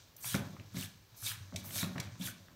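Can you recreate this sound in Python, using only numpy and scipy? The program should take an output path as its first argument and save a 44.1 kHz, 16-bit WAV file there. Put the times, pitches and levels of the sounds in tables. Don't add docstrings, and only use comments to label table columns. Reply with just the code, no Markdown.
import sys
import numpy as np
from scipy import signal
from scipy.fft import rfft, irfft, next_fast_len
from scipy.io import wavfile
from scipy.ndimage import uniform_filter1d

SR = 44100
rng = np.random.default_rng(int(sys.argv[2]) if len(sys.argv) > 2 else 0)


def natural_amplitude(level_db):
    exponent = np.asarray(level_db, float) / 20
    return 10 ** exponent


def generate_wav(sig):
    pcm = np.round(np.clip(np.atleast_2d(sig).T, -1, 1) * 32767).astype(np.int16)
    wavfile.write(sys.argv[1], SR, pcm)


N = 112454

# frequency in Hz, width in Hz, level in dB.
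BOWL_RESONANCES = [(1697, 81, 19), (2298, 71, 18.5), (3450, 37, -19), (3920, 107, 1.5), (6050, 830, 4.5),
                   (8670, 130, 10)]
# frequency in Hz, level in dB, T60 in s.
TABLE_MODES = [(101.1, -10.5, 0.36), (145.3, -3, 0.16), (186, -1, 0.081), (240.1, -6.5, 0.16),
               (315.7, -12, 0.27), (362.4, -16, 0.16), (576, -14, 0.078), (682, -19, .12),
               (1093, -22.5, 0.038)]


def evened(x):
    return x / np.sqrt(np.mean(x ** 2) + 1e-20)


def add(mix, s, sound):
    part = mix[round(s * SR):][:len(sound)]
    part += sound[:len(part)]


def colour(x, points, patchy_db):
    hz, _, z = signal.stft(x, SR, nperseg=512, noverlap=384)
    f, level_db = np.transpose(points)
    patches = rng.standard_normal(z.shape[::-1]).T
    patches = uniform_filter1d(patches, size=6, axis=0)
    patches = evened(uniform_filter1d(patches, size=10, axis=1))
    tone_db = np.interp(np.log(hz + 1), np.log(f), level_db)[:, None]
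    z = z * natural_amplitude(tone_db + patchy_db * patches)
    return evened(signal.istft(z, SR, nperseg=512, noverlap=384)[1][:N])


def resonate(x, hz, width):
    return signal.lfilter(*signal.iirpeak(hz, hz / width, SR), x)


def burst(centre_hz, wide, shape_db):
    n = len(shape_db)
    hz = np.fft.rfftfreq(n, 1 / SR) + 1
    band = np.exp(-.5 * (np.log2(hz / centre_hz) / wide) ** 2)
    noise = irfft(rfft(rng.standard_normal(n)) * band, n)
    return natural_amplitude(shape_db) * evened(noise)


def taps(rows, hold, t60, tail_db, tail_s, wide, rise):
    t, out = np.arange(round(.2 * SR)) / SR, np.zeros(N)
    head = natural_amplitude(-60 * np.maximum(t - hold, 0) / t60)
    tail = natural_amplitude(tail_db - 60 * t / tail_s)
    attack = np.minimum(t / rise + .01, 1)
    shape_db = 20 * np.log10((head + tail) * attack)
    for s, db, hz in rows:
        add(out, s, burst(hz, wide, db - 9.5 + shape_db))
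    return out


def background_air():
    # frequency in Hz, level in dB.
    spectrum = [(30, 10), (90, 7.5), (200, -3.5), (500, -9), (1500, -13.5), (5000, -16), (9500, -24),
                (14000, -18)]
    return natural_amplitude(-61.5) * colour(rng.standard_normal(N), spectrum, 1.0)


def trickle():
    # time in s, level in dB.
    flow = [(0, -62.5), (.12, -71), (.2, -70), (.45, -62), (.65, -69), (.72, -64.5), (0.919, -67.5),
            (1.078, -75), (1.149, -67.5), (1.42, -63), (1.52, -65.5), (1.62, -59), (1.9, -62),
            (2.08, -63.5), (2.18, -63.5), (2.38, -65.5), (2.55, -73)]
    # frequency in Hz, level in dB.
    sift = [(500, -12), (780, -11), (1020, -3.5), (2000, -17), (3800, -3), (6300, -7), (8000, -10),
            (15800, -41)]
    s, db = np.transpose(flow)
    sizes = natural_amplitude(1.02 * rng.exponential(1, N)) * rng.standard_normal(N)
    crumbs = (rng.random(N) < 5000 / SR) * sizes
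    crumbs = colour(crumbs, sift, 0.88)
    bowl = sum(natural_amplitude(h_db - 9) * resonate(crumbs, f, w) for f, w, h_db in BOWL_RESONANCES)
    return natural_amplitude(np.interp(np.arange(N) / SR, s, db)) * evened(crumbs + bowl)


def rocking():
    # time in s, level in dB, tilt in dB per octave.
    pressure = [(0, -83, -26), (.21, -66, -10), (.25, -52, -21), (.42, -39, -1), (.5, -44, -1),
                (0.599, -61, -24), (.73, -45, -22), (0.769, -41, -0.5), (.95, -57, -4), (1.188, -75, -34),
                (1.24, -55.5, -12), (1.515, -60, 1), (1.56, -46, -4), (1.72, -58, 5), (1.86, -43.5, 0),
                (2.17, -57.5, -1.5), (2.28, -46, -1), (2.38, -64, 3.5)]
    s, db, tilt_db = np.transpose(pressure)
    t, out = np.arange(N) / SR, np.zeros(N)
    level_db, tilt_db = np.interp(t, s, db), np.interp(t, s, tilt_db)
    lowest_hz = TABLE_MODES[0][0]
    for f, m_db, _ in TABLE_MODES:
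        hum = resonate(rng.standard_normal(N), f, .14 * f)
        hum = evened(resonate(hum, f, .2 * f))
        envelope = abs(signal.hilbert(hum, next_fast_len(N))[:N])
        hum = evened(hum / (envelope + .1) ** .25)
        mode_db = m_db - 6 if f > lowest_hz else -9
        out += natural_amplitude(level_db + mode_db + tilt_db * np.log2(f / lowest_hz)) * hum
    return out


def nudges():
    # start in seconds, level in dB, pitch in Hz, hold in seconds.
    pushes = [(0.115, -67, 103.3, 0.045), (0.252, -50.5, 120, 0.031), (.29, -52.5, 114, .03),
              (.425, -52, 100, 0.027), (.585, -44.5, 97, 0.027), (0.767, -48.5, 84.5, .015),
              (.66, -55.5, 104.7, 0.08), (0.831, -49, 97, .02), (0.951, -54.5, 100, 0.021),
              (1.013, -67, 101, 0.021), (1.122, -59, 109.4, 0.033), (1.223, -48, 107.3, 0.037),
              (1.301, -47.5, 106, .045), (1.372, -48, 104.5, 0.011), (1.405, -44, 100.4, 0.023),
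              (1.446, -54, 96, 0.049), (1.527, -43.5, 173, 0.007), (1.543, -41, 95.5, .03),
              (1.616, -47, 96.4, 0.032), (1.668, -49, 102, 0.031), (1.753, -44, 100, 0.031),
              (1.824, -49, 97.7, 0.035), (1.848, -36, 187, 0.016), (1.993, -39.5, 116, 0.0082),
              (2.053, -46.5, 94.7, 0.03), (2.119, -47.5, 112, 0.025), (2.198, -40.5, 183, 0.033),
              (2.248, -44, 110, 0.017), (2.282, -48, 109, 0.021), (2.392, -58.5, 98, 0.036),
              (2.479, -63, 100, .03)]
    rise_s, t60_s = .004, .11
    t, out = np.arange(round(.25 * SR)) / SR, np.zeros(N)
    for s, db, hz, hold in pushes:
        level_db = db + 2 - 60 * np.maximum(t - hold, 0) / t60_s
        swell = np.minimum(t / rise_s, 1)
        add(out, s, natural_amplitude(level_db) * swell * np.sin(2 * np.pi * hz * t))
    return out


def body_rings():
    # start in seconds, level in dB, centre in Hz.
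    bowl_body = [
        (.151, -59, 600),
        (1.524, -48, 590),
        (1.545, -45, 610),
        (1.644, -52, 640),
        (1.709, -46, 607),
        (1.755, -41, 624),
    ]
    return taps(bowl_body, hold=0.007, t60=0.066, tail_db=-24, tail_s=0.25, wide=0.14, rise=0.0021)


def ticks():
    # start in seconds, level in dB, centre in Hz.
    nail_ticks = [
        (0.165, -42.5, 14000),
        (0.349, -35, 4770),
        (0.7668, -43, 3900),
        (1.54, -53.5, 3470),
        (1.5602, -32.5, 5140),
        (1.9801, -44.5, 4550),
        (2.0000, -33, 5560),
    ]
    # frequency in Hz, width in Hz, level in dB.
    wall_modes = [(3700, 580, -0.5), (5700, 410, 0.5), (2220, 210, 11)]
    contact = taps(nail_ticks, hold=0.0047, t60=0.0024, tail_db=2.5, tail_s=0.055, wide=0.85, rise=0.00047)
    ring = sum(natural_amplitude(db) * resonate(contact, f, w) for f, w, db in wall_modes)
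    return 0.81 * contact + ring


def skims():
    # peak in seconds, level in dB, rise in seconds, fall in seconds.
    passes = [
        (.181, -54, .003, 0.25),
        (1.17, -58, .012, 0.18),
        (1.66, -47, 0.021, 0.17),
    ]
    # frequency in Hz, level in dB.
    airy = [(4000, -14), (8000, -30), (10500, -8), (13300, 0), (15800, -6)]
    t, power = np.arange(N) / SR, np.zeros(N)
    for s, db, rise, fall in passes:
        distance = np.where(t < s, (s - t) / rise, (t - s) / fall)
        power += natural_amplitude(db - 14 * distance) ** 2
    return np.sqrt(power) * colour(rng.standard_normal(N), airy, 2.5)


def rubbing():
    # peak in seconds, level in dB, rise in seconds, fall in seconds, dull part in relative dB.
    strokes = [(0.207, -55, 0.011, 0.13, -30), (0.264, -40, 0.084, 0.16, -11),
               (0.328, -44.5, 0.17, 0.15, -1.5), (0.751, -57, 0.04, 0.29, 6.5),
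               (.795, -47, 0.067, 0.16, -3.5), (0.836, -48.5, 0.029, 0.045, -8),
               (1.179, -55, 0.035, 0.42, -22), (1.269, -39.5, 0.11, 0.15, -4),
               (1.579, -55, 0.043, 0.075, -0.5), (1.654, -54, 0.033, 0.075, -28),
               (1.691, -58, 0.041, 0.18, -12), (1.784, -38.5, 0.15, 0.15, -5),
               (2.019, -70, 0.048, 0.11, 12), (2.213, -55.5, 0.057, 0.16, 8.5),
               (2.265, -42.5, 0.077, 0.1, -10.5)]
    # frequency in Hz, level in dB.
    fizz = [(1200, -14.5), (3000, -16.5), (5500, -3), (8300, 1.5), (10500, 2), (13000, -1), (15800, -6)]
    # frequency in Hz, level in dB.
    rustle = [(450, -21), (1200, -2), (2000, -5), (2500, 0.5), (3700, 7.5), (6000, -0.5), (9000, -4.5),
              (15800, -9)]
    # frequency in Hz, level in dB.
    scuff = [(500, -44), (950, -2), (1400, 5.5), (2200, 2.5), (3500, 5), (7000, -70)]
    grains_per_s, drop_db, skirt = 14000, -51.5, 0.33
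    t, out = np.arange(N) / SR, np.zeros(N)
    # spectrum, lag in s, stretch of the fall, share of the dull level, level in dB
    parts = ((fizz, 0, 1, 0, 0), (rustle, 0.015, 0.77, 1, 0), (scuff, 0.038, 0.77, 1, -9.5))
    for tone, lag, slow, dull, part_db in parts:
        sizes = natural_amplitude(1.6 * rng.exponential(1, N)) * rng.standard_normal(N)
        slips = (rng.random(N) < grains_per_s / SR) * sizes
        grains = colour(slips, tone, 2.5)
        bowl = sum(natural_amplitude(db - 5.0) * resonate(grains, f, w) for f, w, db in BOWL_RESONANCES)
        grains = evened(grains + natural_amplitude(-10.5) * bowl)
        power = np.zeros(N)
        for s, db, rise, fall, dull_db in strokes:
            peak = s + lag
            u = np.where(t < peak, (peak - t) / rise, (t - peak) / (fall * slow))
            shape = np.sqrt(0.28 + u ** 2) - np.sqrt(.3) + skirt * u ** 2
            power += natural_amplitude(db + part_db + dull * dull_db + drop_db * shape) ** 2
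        out += grains * np.sqrt(power)
    return out


def knocks():
    # start in seconds, level in dB, centre in Hz.
    knuckles = [(.244, -31.5, 1550), (.344, -23, 1330), (.566, -45, 1240), (.597, -43.5, 2220),
                (.744, -42.5, 1630), (.768, -40, 1310), (1.144, -52, 1000), (1.225, -40.5, 1300),
                (1.278, -44, 2500), (1.316, -31, 1600), (1.524, -45, 910), (1.6445, -40.5, 1100),
                (1.692, -42.5, 1780), (1.707, -39, 2000), (1.757, -36.5, 1680), (1.829, -28, 1290),
                (1.845, -34.5, 1600), (1.9562, -35, 800), (1.96, -34, 1170), (1.98, -29.5, 1490),
                (2.001, -35.5, 1770), (2.072, -41.5, 1600), (2.153, -49.5, 1550), (2.272, -32.5, 2280),
                (2.483, -47.5, 1610)]
    return taps(knuckles, hold=0.0017, t60=0.0086, tail_db=-14, tail_s=0.41, wide=0.69, rise=0.00056)


def thumps():
    # start in seconds, level in dB, loudest frequency in Hz, hardness in dB.
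    strikes = [(.344, -21.5, 172, 4), (0.365, -27.5, 164, -1), (.39, -32.5, 140, 3), (.425, -41, 136, 4),
               (0.491, -47, 143, 3.5), (0.531, -40.5, 149, 5), (0.592, -38.5, 110, 1.5),
               (.744, -33, 171, 1), (.767, -33.5, 183, -20), (.79, -43.5, 154, 3), (1.524, -40, 210, 4),
               (1.545, -39, 170, 4.5), (1.562, -45, 128, 8), (1.758, -46.5, 166, 10.5),
               (1.828, -25.5, 186, 3), (1.845, -30, 180, -5), (1.956, -31.5, 157, 3),
               (1.977, -36, 153, 8.5), (1.994, -36.5, 132, -6), (2.069, -43, 169, 2),
               (2.198, -35.5, 241, -1), (2.228, -39, 183, -1)]
    hold_s, rise_s, choke_db, choke_s = 0.0065, 0.0051, -14, 0.0023
    focus_db, focus_floor_db = -48, -9.5
    dust_hz, dust_db, dust_t60_s = 497, -27.5, 0.43
    t, out = np.arange(round(.5 * SR)) / SR, np.zeros(N)
    detune = rng.uniform(.98, 1.02, (len(strikes), len(TABLE_MODES)))
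    after = np.maximum(t - hold_s, 0)
    next_starts = [row[0] for row in strikes[1:]] + [N / SR]
    for (s, db, top_hz, hard_db), off, next_s in zip(strikes, detune, next_starts):
        ring = np.zeros(len(t))
        for (f, m_db, t60), k in zip(TABLE_MODES, off):
            away_db = max(focus_db * np.log2(f / top_hz) ** 2, focus_floor_db + hard_db)
            ring += natural_amplitude(m_db + away_db - 60 * after / t60) * np.sin(2 * np.pi * f * k * t)
        choke = natural_amplitude(choke_db * np.clip((t - next_s + s) / choke_s, 0, 1))
        dust = burst(dust_hz, 0.9, dust_db + hard_db - 60 * t / dust_t60_s)
        add(out, s, natural_amplitude(db) * np.minimum(t / rise_s, 1) * (choke * ring + dust))
    return out


def crunches():
    # start in seconds, level in dB, centre in Hz.
    clumps = [(.795, -43, 3950), (.822, -39, 2740), (.83, -43.5, 1930), (.84, -44, 3670),
              (1.262, -31.5, 3680), (1.27, -37, 2400), (1.3, -38, 3200), (1.78, -37.5, 3700),
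              (1.81, -34, 3850), (1.83, -34, 4000), (2.211, -40, 3370), (2.233, -49, 3460),
              (2.255, -36, 3430), (2.278, -39.5, 1474), (2.49, -60, 1200), (2.515, -56, 1150)]
    return taps(clumps, hold=0.011, t60=0.027, tail_db=-37, tail_s=0.081, wide=.12, rise=0.0011)


def kitchen(x):
    dull_hz, t60_s = 4550, 0.44
    t = np.arange(SR // 2) / SR
    tail = signal.lfilter(*signal.butter(1, dull_hz, fs=SR), rng.standard_normal(len(t)))
    tail = tail * natural_amplitude(-60 * t / t60_s) * (t > .006)
    return natural_amplitude(-13.5) * signal.fftconvolve(x, tail / np.linalg.norm(tail))[:N]


def scene():
    near = trickle() + body_rings() + ticks() + skims() + rubbing() + knocks() + thumps() + crunches()
    return (near + kitchen(near) + rocking() + nudges() + background_air())[None]


def low_pass(x):
    return signal.sosfilt(signal.butter(12, 16470, fs=SR, output="sos"), x)


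def record(dry):
    low_hz, notch_hz, notch_width_hz, edge_hz = 70.3, 9480, 2250, 15780
    x = signal.sosfilt(signal.butter(2, low_hz, "high", fs=SR, output="sos"), dry)
    x = x - 0.46 * resonate(x, notch_hz, notch_width_hz)
    band_limit = signal.firwin(511, edge_hz, window=("kaiser", 9), fs=SR)
    x = signal.oaconvolve(x, band_limit[None], "same")
    return low_pass(x)


dry = scene()
out = record(dry)
generate_wav(out)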